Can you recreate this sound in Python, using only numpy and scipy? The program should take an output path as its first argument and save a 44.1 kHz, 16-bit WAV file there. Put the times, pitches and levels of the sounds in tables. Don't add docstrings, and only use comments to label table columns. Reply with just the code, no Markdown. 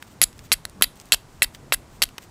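import sys
import numpy as np
from scipy import signal
from scipy.fft import rfft, irfft
from scipy.io import wavfile

SR = 44100
rng = np.random.default_rng(int(sys.argv[2]) if len(sys.argv) > 2 else 0)


def to_wav(s):
    ch = np.atleast_2d(s).T
    pcm = np.round(np.clip(ch, -1, 1) * 32767)
    wavfile.write(sys.argv[1], SR, pcm.astype(np.int16))


def linear_from_db(decibels):
    return 10 ** (np.asarray(decibels, float) / 20)


N = 101430


def rms_one(x):
    return x / np.sqrt(np.mean(x ** 2) + 1e-20)


def drift(rate_hz):
    pole = np.exp(-2 * np.pi * rate_hz / SR)
    walk = signal.lfilter([1], [1, -2 * pole, pole * pole], rng.standard_normal(N + SR))
    return rms_one(walk[SR:])


def ring(force, hz, t60_s):
    radius, angle = linear_from_db(-60 / (t60_s * SR)), 2 * np.pi * hz / SR
    return signal.lfilter([0, np.sin(angle)], [1, -2 * radius * np.cos(angle), radius * radius], force + 1e-18)


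def coloured(spectrum):
    hz, db = np.transpose(spectrum)
    f = np.maximum(np.arange(N // 2 + 1) * SR / N, 1)
    gain = linear_from_db(np.interp(np.log(f), np.log(hz), db)) * np.minimum(f / hz[0], 1) ** 2
    return rms_one(irfft(rfft(rng.standard_normal(N)) * gain, N))


def band(x, order, low_hz, high_hz):
    return signal.sosfilt(signal.butter(order, [low_hz, high_hz], "band", fs=SR, output="sos"), x)


def impulses(times_s, gains):
    out = np.zeros(N)
    out[(np.asarray(times_s) * SR).astype(int)] = gains
    return out


def burst(t, start_s, fall_s, rise_s):
    return np.exp(np.where(t < start_s, (t - start_s) / rise_s, (start_s - t) / fall_s))


def swells(rows):
    t = np.arange(N) / SR
    return sum(linear_from_db(db) * np.exp(-((t - s) / half_s) ** 2) for s, half_s, db in rows)


# [pitch_hz, level_db per Hz]
HUSH_SPECTRUM = [(59, -30), (100, 3), (244, 0), (452, -6.5), (1010, -8), (2750, -19.5), (8110, -22),
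                 (12700, -32), (16000, -30.5)]


def wood_hush():
    return linear_from_db(-51) * coloured(HUSH_SPECTRUM)


def wind():
    rumble = rms_one(band(rng.standard_normal(N), 2, 18, 124))
    return linear_from_db(-53.5 + 2.5 * drift(3.5)) * rumble


# [pitch_hz, level_db per Hz]
CLOTH_SPECTRUM = [(800, -4), (2500, 5), (5000, -0.5), (8400, 4), (9800, -8.5), (16000, 2)]
# [centre_s, half_length_s, level_db]
SLEEVE_SWISHES = [(.03, .015, -52.5), (.075, 0.012, -55.5), (.12, .02, -55.5), (.39, 0.034, -59),
                  (.455, 0.013, -51.5), (.97, 0.01, -54), (1.01, 0.016, -53.5), (1.07, .025, -59),
                  (1.35, .04, -62), (1.55, .012, -48.5), (1.95, .04, -61.5), (2.09, 0.005, -61),
                  (2.23, 0.022, -53)]


def jacket():
    patches = linear_from_db(2.5 * drift(60))
    return (linear_from_db(-71.5) + swells(SLEEVE_SWISHES)) * patches * coloured(CLOTH_SPECTRUM)


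# [start_s, level_db, pitch_hz, decay_s]
CHIP_TICKS = [(0.0253, -30.5, 1600, 0.0018), (0.3295, -43, 2980, 0.0011), (0.38, -49, 8000, 0.0027),
              (0.392, -35, 2300, 0.0013), (0.6975, -38, 8500, 0.00043), (0.8116, -26, 502, 0.0026),
              (0.8177, -39.5, 3000, .001), (0.957, -47.5, 11000, 0.0014), (0.974, -49.5, 8000, 0.0013),
              (1, -35, 4800, 0.00058), (1.014, -40, 5980, 0.00067), (1.056, -48, 8000, 0.0026),
              (1.0884, -49, 6000, 0.0015), (1.548, -35, 2600, .003), (2.055, -30, 1985, 0.0004),
              (2.0895, -39, 2000, 0.0018), (2.1817, -23, 1320, 0.0022), (2.229, -50, 2500, 0.0073)]


def ticks():
    out, age = np.zeros(N + SR), np.arange(SR // 20) / SR
    spits = rng.standard_normal((len(CHIP_TICKS), len(age)))
    for (s, db, hz, decay_s), noise in zip(CHIP_TICKS, spits):
        noise = np.r_[-linear_from_db(12), noise[1:]]
        tone = rms_one(signal.lfilter(*signal.iirpeak(hz, 1.3, fs=SR), noise))
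        out[int(s * SR):][:len(age)] += linear_from_db(db) * (tone + linear_from_db(-11) * noise) * np.exp(-age / decay_s)
    return out[:N]


STRIKE_TIMES = [.2158, .5179, .8223, 1.1212, 1.4209, 1.7230, 2.0198]
SCRAPE_LENGTHS = [.0255, .0215, .021, .0247, .0245, .0225, .0195]
# [knock_db, thud_db, scrape_db, knock_tilt_db per octave]
STROKE_LEVELS = [
    (-4.5, -10.5, -21, 4.5),
    (-8, -7, -22.5, -0.5),
    (-1, -6.5, -22.5, 4),
    (-4, -8, -21, 1),
    (-6.5, -8, -24, -1.5),
    (-13, -1.5, -22, -5),
    (-8, -6.5, -21, 0.5),
]
# [start_s, knock_db, tilt_db per octave]
UPWARD_BRUSH = (.6523, -20, -.8)
# [peak_s, level_db, pitch_hz]
EDGE_SNAGS = [(.2246, -9, 8000), (0.228, -12, 11000), (0.23, -10.5, 10000), (0.2326, -10, 10950),
              (.2381, -11, 9000), (0.238, -10, 8000), (0.5229, -6, 4070), (0.5268, -5.5, 9000),
              (.5305, -5.5, 11100), (0.5324, -10, 10000), (0.5384, -13, 11000), (0.541, -24, 2440),
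              (0.8252, -11, 3500), (0.8298, -16, 6000), (0.8342, -15, 9000), (0.8415, -10, 4400),
              (1.1233, -5.5, 4000), (1.1298, -5.5, 5500), (1.1325, -16, 11000), (1.136, -7.5, 11000),
              (1.1444, -10, 3000), (1.4224, -13.5, 2600), (1.4268, -11.5, 12000), (1.4293, -2.5, 10800),
              (1.4444, -17, 1970), (1.7436, -13, 11040), (2.0243, -4, 4000), (0.2175, -9, 10940),
              (2.0363, -9.5, 3840), (2.0393, -26, 8000)]
# [pitch_hz, level_db, t60_s]
CONTACT_MODES = [(4047, 0, 0.0053), (4633, -3.5, 0.01), (5290, -3, .004), (7000, -3.5, .006),
                 (7246, -1.5, 0.0037), (7896, -2, 0.0054), (10710, -1, 0.0074), (11630, -4, 0.0048),
                 (12060, -7, 0.0065), (12450, -4.5, .004), (14880, -4, 0.0033), (15300, -9.5, .003),
                 (281, -18.5, 0.014), (520, -17, 0.0047), (770, -18.5, 0.018), (1138, -23, 0.0027),
               (1607, -3.5, 0.0068), (1953, -2.5, 0.009), (2710, -3, 0.0086), (3110, -4, 0.0099),
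               (3640, -8.5, 0.0034), (6530, -7.5, 0.0027), (9000, -11, 0.0034)]


def scrape_envelope(t):
    force = np.zeros(N)
    for s, length_s, (_, _, db, _) in zip(STRIKE_TIMES, SCRAPE_LENGTHS, STROKE_LEVELS):
        landing = np.clip((t - s) / 0.0033, 0, 1)
        lift = np.exp(-np.maximum(t - s - length_s, 0) / 0.00091)
        force += linear_from_db(db) * landing * lift
    return force


def grit_impulses():
    met = rng.random(N) < 15000 / SR
    strength = linear_from_db(0.95 * np.minimum(rng.exponential(1, N), 4))
    return rms_one(met * strength * rng.choice([-1, 1], N))


def contacts():
    t = np.arange(N) / SR
    knocks = [(s, db, tilt) for s, (db, _, _, tilt) in zip(STRIKE_TIMES, STROKE_LEVELS)] + [UPWARD_BRUSH]
    scrape, grit, rub = scrape_envelope(t), grit_impulses(), rng.standard_normal(N)
    rub[[int(np.ceil(s * SR)) for s, _, _ in knocks]] = -linear_from_db(12)
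    blows = np.array([burst(t, s, 0.00055, 1e-6) for s, _, _ in knocks])
    catches = np.array([burst(t, s, 0.00078, 0.00039) for s, _, _ in EDGE_SNAGS])
    _, knock_db, tilt_db = np.transpose(knocks)
    _, snag_db, snag_hz = np.transpose(EDGE_SNAGS)

    def drive(hz):
        octaves = np.log2(max(hz, 1500) / 5000)
        hits = linear_from_db(knock_db + tilt_db * octaves) @ blows
        hits = hits + linear_from_db(snag_db - 9 * np.log2(hz / snag_hz) ** 2) @ catches
        return (hits * rub + scrape * grit * linear_from_db(2.4 * octaves)) * linear_from_db(2.58 * drift(150))

    body = np.zeros(N)
    for k, (hz, db, t60_s) in enumerate(CONTACT_MODES):
        body += (-1) ** k * linear_from_db(db) * ring(drive(hz), hz, t60_s)
    crack = signal.sosfilt(signal.butter(1, 1200, "high", fs=SR, output="sos"), drive(6000))
    return linear_from_db(-15.5) * body, crack


def thuds():
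    u = np.arange(SR // 200) / SR / 0.00015 - 1
    thud_db = np.transpose(STROKE_LEVELS)[1]
    return np.convolve(impulses(STRIKE_TIMES, linear_from_db(thud_db)), u * np.exp(-u * u) * 2)[:N]


def clearing(x):
    t = np.arange(SR // 2) / SR
    near, far = rng.standard_normal((2, len(t)))
    far = band(far, 1, 500, 12000)
    tail = near * linear_from_db(-16.5 - 60 * t / 0.036) + far * linear_from_db(-30.5 - 60 * t / 0.21)
    return signal.fftconvolve(x, tail * np.clip(t / 0.0029, 0, 1) * 0.064)[:N]


def puffs():
    age, peak_s = np.arange(SR // 5) / SR, .011
    luck = rng.standard_normal((len(STRIKE_TIMES), 2))
    hz = 28 + (62 - 28) * np.exp(-age / .012)
    swing = np.sin(2 * np.pi * np.cumsum(hz) / SR) * age / peak_s * np.exp(1 - age / peak_s)
    arrival_s = np.array(STRIKE_TIMES) + .026 + .0015 * luck[:, 0]
    return signal.fftconvolve(impulses(arrival_s, linear_from_db(-36.5 + 1.5 * luck[:, 1])), swing)[:N]


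# [centre_s, half_length_s, level_db]
AIR_BUFFETS = [
    (.81, 0.05, -44),
    (1.66, 0.082, -47),
    (1.82, 0.034, -54),
    (1.97, 0.049, -56),
]


def buffets():
    return swells(AIR_BUFFETS) * rms_one(band(rng.standard_normal(N), 2, 18, 300))


def scene():
    air = wood_hush() + wind() + jacket() + buffets()
    body, crack = contacts()
    near = body + thuds() + ticks()
    echoes = clearing(near + linear_from_db(-4) * crack)
    return (near + linear_from_db(-18.5) * crack + echoes + puffs() + air)[None]


def low_pass(x):
    return signal.sosfilt(signal.butter(12, 17060, fs=SR, output="sos"), x)


def record(dry):
    cut = signal.sosfilt(signal.cheby2(10, 50, 16350, fs=SR, output="sos"), dry)
    mix = np.clip(cut, -1, 1)
    return low_pass(mix)


dry = scene()
out = record(dry)
to_wav(out)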